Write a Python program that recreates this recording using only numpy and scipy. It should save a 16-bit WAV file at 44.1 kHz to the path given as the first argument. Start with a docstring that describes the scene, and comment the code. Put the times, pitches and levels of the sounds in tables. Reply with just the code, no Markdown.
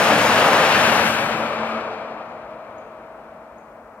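"""On a hillside above an open valley, a maglev train rushes past and runs away over a viaduct.
Torn air is coloured noise: a bright rush and hiss die as the tail goes by; roar and rumble linger.
Wavering sines make the narrow drone of the guideway; noise through resonances makes the viaduct's
ringing and a hollow howl. A small bird, swept sines with an echo, ticks three times as the noise
fades over a faint bed of valley air."""
import sys
import numpy as np
from scipy import signal
from scipy.fft import rfft, irfft
from scipy.io import wavfile
from scipy.ndimage import map_coordinates

SR = 44100
rng = np.random.default_rng(int(sys.argv[2]) if len(sys.argv) > 2 else 0)


def log_audio(samples):
    """Write samples as a 16-bit WAV file to the path given in sys.argv[1]."""
    # one column per channel
    frames = np.atleast_2d(samples).T
    # limit to full scale, then quantise
    limited = np.clip(frames, -1, 1)
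    pcm = np.round(limited * 32767).astype(np.int16)
    wavfile.write(sys.argv[1], SR, pcm)


N = 176400
T = np.arange(N) / SR
HZ = np.maximum(np.arange(N // 2 + 1) * SR / N, 1)


def from_db(db):
    """Amplitude ratio: 20 dB is a factor of ten in pressure."""
    return 10 ** (np.asarray(db) / 20)


def rms_one(x):
    """Normalisation: scale a signal to unit root mean square."""
    return x / np.sqrt(np.mean(x ** 2) + 1e-20)


def in_time(rows):
    """Envelope: straight lines between (time, value) rows, at every sample."""
    return np.interp(T, *np.transpose(rows))


def at_hz(points):
    """Spectral curve: straight lines over log frequency between (Hz, value) points."""
    hz, value = np.transpose(points)
    return np.interp(np.log(HZ), np.log(hz), value)


def colour(points):
    """Spectral shaping: gain at every frequency, falling 12 dB per octave beyond the end points."""
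    low_end = np.minimum(1, HZ / points[0][0]) ** 2
    high_end = np.minimum(1, points[-1][0] / HZ) ** 2
    return from_db(at_hz(points)) * low_end * high_end


def drift(rate):
    """Random modulation: white noise through two equal poles at rate (Hz), rms 1."""
    step = 40  # samples between drawn values
    pole = np.exp(-2 * np.pi * rate * step / SR)
    noise = rng.standard_normal(N // step + 2002)
    slow = signal.lfilter([1], [1, -2 * pole, pole * pole], noise)[2000:]  # settled part
    return np.interp(np.arange(N) / step, np.arange(len(slow)), rms_one(slow))


# Torn air along the train. Each row of a level: time in seconds, level in dB before the layer's offset.
ROAR_LEVEL = [(0, -19), (.09, -16), (.22, -19.5), (.45, -16), (.85, -18.5), (1.06, -20.5), (1.12, -24.5),
              (1.72, -28), (2.1, -34), (2.5, -39.5), (3.2, -42.5), (4, -44.5)]
RUSH_LEVEL = [(0, -23), (.69, -23), (.74, -20.5), (.79, -22.5), (1.07, -24), (1.11, -27), (1.2, -29),
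              (1.45, -35.5), (1.77, -41), (1.92, -46), (2.4, -58), (4, -72)]
HISS_LEVEL = [(.04, -36.5), (.16, -38.5), (.22, -36), (.32, -38), (.83, -38.5), (.93, -38.3), (1.02, -41),
              (1.085, -39.5), (1.14, -43.8), (1.5, -58.5), (1.62, -64), (1.69, -61.5), (1.9, -75.5),
              (2.3, -91)]
RUMBLE_LEVEL = [(0, -35.5), (.12, -32.5), (.95, -32.5), (1.35, -39), (1.6, -47.5), (2, -51.5), (2.6, -55.5),
                (4, -60.5)]
# The spectra of that air. Each row: frequency in Hz, relative density in dB per Hz.
ROAR_COLOUR = [(200, -17), (290, -9), (370, -9.5), (480, -1.5), (620, 0.5), (760, -1), (950, -2),
               (1300, -5.5), (1700, -12.5), (2400, -21), (4000, -55)]
RUSH_COLOUR = [(600, -15), (1100, -3.5), (1600, 3), (2050, -2.5), (2600, -1), (3300, -6.5), (4300, -11.5),
               (5500, -18.5), (8000, -27.5), (12000, -51)]
HISS_COLOUR = [(3000, -15), (5000, 4.5), (6500, 3.5), (8000, 0.5), (10000, -1.5), (12500, -3.5),
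               (15500, -10.5)]
RUMBLE_COLOUR = [(20, -32), (40, -24), (70, -11), (115, -4), (155, -1), (250, 1.5), (340, -7), (500, -21),
                 (1000, -50)]
ROAR_DB, RUSH_DB, HISS_DB, RUMBLE_DB = 0.5, 4.5, 6, 2.5  # offsets added to the levels


def airflow():
    """Aerodynamic noise: four bands of turbulence; the higher the band, the sooner it dies."""
    rumble = turbulence(RUMBLE_COLOUR, in_time(RUMBLE_LEVEL) + RUMBLE_DB, flutter_db=0.7, rate=7.5)
    roar = turbulence(ROAR_COLOUR, in_time(ROAR_LEVEL) + ROAR_DB, flutter_db=.5, rate=9.5)
    rush = turbulence(RUSH_COLOUR, in_time(RUSH_LEVEL) + RUSH_DB, flutter_db=0.8, rate=39)
    hiss = turbulence(HISS_COLOUR, in_time(HISS_LEVEL) + HISS_DB, flutter_db=.5, rate=52)
    return rumble + roar + rush + hiss


def turbulence(spectrum, level_db, flutter_db, rate):
    """Turbulent noise: a broad random spectrum whose level flutters (rms in dB, rate in Hz)."""
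    return train_noise(colour(spectrum)) * from_db(level_db + flutter_db * drift(rate))


# Level difference between the ports. Each row: frequency in Hz, left minus right in dB at share 1.
BALANCE_DB = [(650, 2.5), (850, 6.5), (1100, 6), (1550, 3.5), (2100, 6), (2900, 5.5), (3500, 3),
              (4300, 4.5), (7000, 1.5), (13000, -1)]
# Share of that imbalance, greatest as the tail goes by. Each row: time in seconds, share.
LEAN = [(0, 0.93), (.6, 0.78), (1.05, 1.25), (2, 1.02), (4, 0.88)]
# Coherence of the two ports. Each row: frequency in Hz, diffuse part against direct part in dB.
DIFFUSE_DB = [(300, -24), (650, -18.5), (870, -12), (1250, -14.5), (1600, -6), (1950, -7.5), (2400, -3),
              (3500, -6), (6500, -10), (10000, -3), (15000, -2)]
# Later arrival of the treble at the right port. Each row: time in seconds, lag in ms.
LAG_MS = [(.6, 0.037), (1.15, 0.071)]
LAG_ABOVE_HZ, TREBLE_PHASE_RAD = 1490, 0.5  # the right treble is also shifted in phase


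def train_noise(gain):
    """Two-port hearing: level, phase and arrival differences place coloured noise; rms 1."""
    mid, side = rfft(rng.standard_normal((2, N))) * gain
    sides = np.array([[1], [-1]])
    diffuse = from_db(at_hz(DIFFUSE_DB))
    pair = (mid + sides * diffuse * side) / np.sqrt(1 + diffuse ** 2)

    ratio = from_db(at_hz(BALANCE_DB))
    imbalance = irfft(pair * (ratio - 1) / (ratio + 1), N)
    left, right = irfft(pair, N) + sides * in_time(LEAN) * imbalance

    treble = 1 / (1 + (LAG_ABOVE_HZ / HZ) ** 8)
    right = rfft(right) * np.exp(-1j * TREBLE_PHASE_RAD * treble)
    heard_at = (T - in_time(LAG_MS) / 1000) * SR  # moving delay, in samples
    late_treble = map_coordinates(irfft(right * treble, N), [heard_at], order=3, mode="grid-wrap")
    return rms_one(np.array([left, irfft(right * (1 - treble), N) + late_treble]))


# The guideway drone. Each row: time in seconds, level in dB.
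DRONE_LEVEL = [(0, -38.5), (.75, -43), (.85, -32.5), (1.07, -30), (1.3, -37.5), (1.44, -33), (1.54, -46),
               (1.6, -34), (1.76, -32), (1.83, -47.5), (2.13, -45), (2.22, -53.5), (3.1, -59),
               (3.35, -55.5), (4, -57)]
# A tone near the drone's octave that swells briefly. Each row: time in seconds, level in dB.
OCTAVE_LEVEL = [(1.0, -50), (1.78, -48.5), (1.88, -39), (2.05, -47), (2.25, -62.5), (4, -66)]
DRONE_HZ, OCTAVE_HZ, DRONE_WANDER_HZ = 223.5, 442, 1.26


def guideway_drone():
    """Tonal radiation: the guideway's narrow drone and a tone near its octave."""
    low = wavering_tone(DRONE_HZ, DRONE_LEVEL, DRONE_WANDER_HZ)
    return low + wavering_tone(OCTAVE_HZ, OCTAVE_LEVEL, DRONE_WANDER_HZ)


def wavering_tone(hz, level, wander_hz):
    """Frequency and amplitude modulation: a sine wavers on its way through the air."""
    flutter_db = 1.8
    phase = 2 * np.pi * np.cumsum(hz + wander_hz * drift(12.26)) / SR
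    return np.sqrt(2) * np.sin(phase) * from_db(in_time(level) + flutter_db * drift(9.8))


# Resonances of the viaduct. Each row: frequency in Hz, half-power width in Hz, relative power in dB.
VIADUCT_MODES = [(111.3, 26, -13.5), (318, 14, -9.5), (1234, 210, 3), (2370, 260, -2.5), (4200, 330, -23.5)]
# Their ringing as the train crosses. Each row: time in seconds, level in dB.
VIADUCT_LEVEL = [(.9, -31.5), (1.25, -29.5), (1.55, -32), (1.74, -31.5), (1.95, -38.5), (2.4, -48.5),
                 (4, -65)]


def viaduct():
    """Structural resonance: the viaduct rings as the train crosses it."""
    return ringing(VIADUCT_MODES, VIADUCT_LEVEL)


def ringing(resonances, level):
    """Resonant filtering: noise passes only in narrow bands about each resonance."""
    power = np.zeros(len(HZ))
    for hz, width, db in resonances:
        detuning = (HZ - hz) / width * 1.3
        power += from_db(db) ** 2 / width / (1 + detuning ** 2) ** 2
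    return train_noise(np.sqrt(power)) * from_db(in_time(level))


# The howl's resonances. Each row: frequency in Hz, half-power width in Hz, relative power in dB.
HOWL_MODES = [(329, 15, -14.5), (555, 46, -10), (633.4, 53, -1)]
# The howl of the receding train. Each row: time in seconds, level in dB.
HOWL_LEVEL = [(0, -43), (1.0, -33), (1.8, -36.5), (2.4, -42), (3.3, -48.5), (4, -51)]
# The narrow hum at the heart of the howl. Each row: time in seconds, level in dB before the lean.
HUM_LEVEL = [(1.4, -46), (2.1, -45), (2.9, -47), (3.55, -49), (3.8, -57)]
HUM_HZ, HUM_WANDER_HZ = 638.4, 7


def howl():
    """Resonance with a tone: the receding train's hollow howl and its hum, a little to the left."""
    half_balance = np.array([[.5], [-.5]]) * np.interp(HUM_HZ, *np.transpose(BALANCE_DB))
    hum = from_db(half_balance) * wavering_tone(HUM_HZ, HUM_LEVEL, HUM_WANDER_HZ)
    return ringing(HOWL_MODES, HOWL_LEVEL) + hum


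# Bird ticks. Each row: start in seconds, middle pitch in Hz, peak level in dB, length in seconds.
TICKS = [(2.288, 7000, -63, .008), (2.778, 6720, -56.5, .0125), (3.578, 6700, -60, .013)]
TICK_SWEEP_HZ, TICK_ECHO_DB, TICK_T60_S = 850, -2, .65


def bird():
    """Frequency sweep and reverberation: ticks dip and rise, scattered by the wooded slope."""
    direct = np.zeros(N)
    for start, hz, db, length in TICKS:
        along = np.clip((T - start) / length, 0, 1)
        pitch = hz + TICK_SWEEP_HZ * (abs(2 * along - 1) - .5) + 130 * drift(150)
        direct += from_db(db) * np.sin(np.pi * along) * np.sin(2 * np.pi * np.cumsum(pitch) / SR)
    scatter = rng.standard_normal((2, SR)) * from_db(-60 * T[:SR] / TICK_T60_S)
    echo = signal.fftconvolve(direct[None], rms_one(scatter) / np.sqrt(SR))[:, :N]
    two_ports = np.array([np.roll(direct, 2), direct])  # left two samples later
    return two_ports + from_db(TICK_ECHO_DB) * echo


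# Spectrum of the valley air. Each row: frequency in Hz, relative density in dB per Hz.
AIR_COLOUR = [(25, 16), (55, 37), (120, 23), (2000, -2), (6000, 1.5), (15500, -3)]
AIR_DB = -59.5


def valley_air():
    """Diffuse field: steady coloured noise, independent in the two channels."""
    noise = irfft(rfft(rng.standard_normal((2, N))) * colour(AIR_COLOUR), N)
    return from_db(AIR_DB) * rms_one(noise)


def scene():
    """Superposition: the sounds of train, viaduct, bird and air add."""
    return airflow() + guideway_drone() + viaduct() + howl() + bird() + valley_air()


MONO_BELOW_HZ, CUTOFF_HZ = 370, 15750


def record(dry):
    """Filtering and saturation: bass merges to mono, peaks are rounded, the top is cut steeply."""
    mid, side = dry.mean(axis=0), (dry[0] - dry[1]) / 2
    side = signal.sosfiltfilt(signal.butter(2, MONO_BELOW_HZ, "high", fs=SR, output="sos"), side)
    pair = np.array([mid + side, mid - side])
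    rounded = pair / (1 + (pair / .9) ** 8) ** (1 / 8)  # never beyond 0.9
    return signal.sosfilt(signal.ellip(12, .1, 90, CUTOFF_HZ, fs=SR, output="sos"), rounded)


dry = scene()
out = record(dry)
log_audio(out)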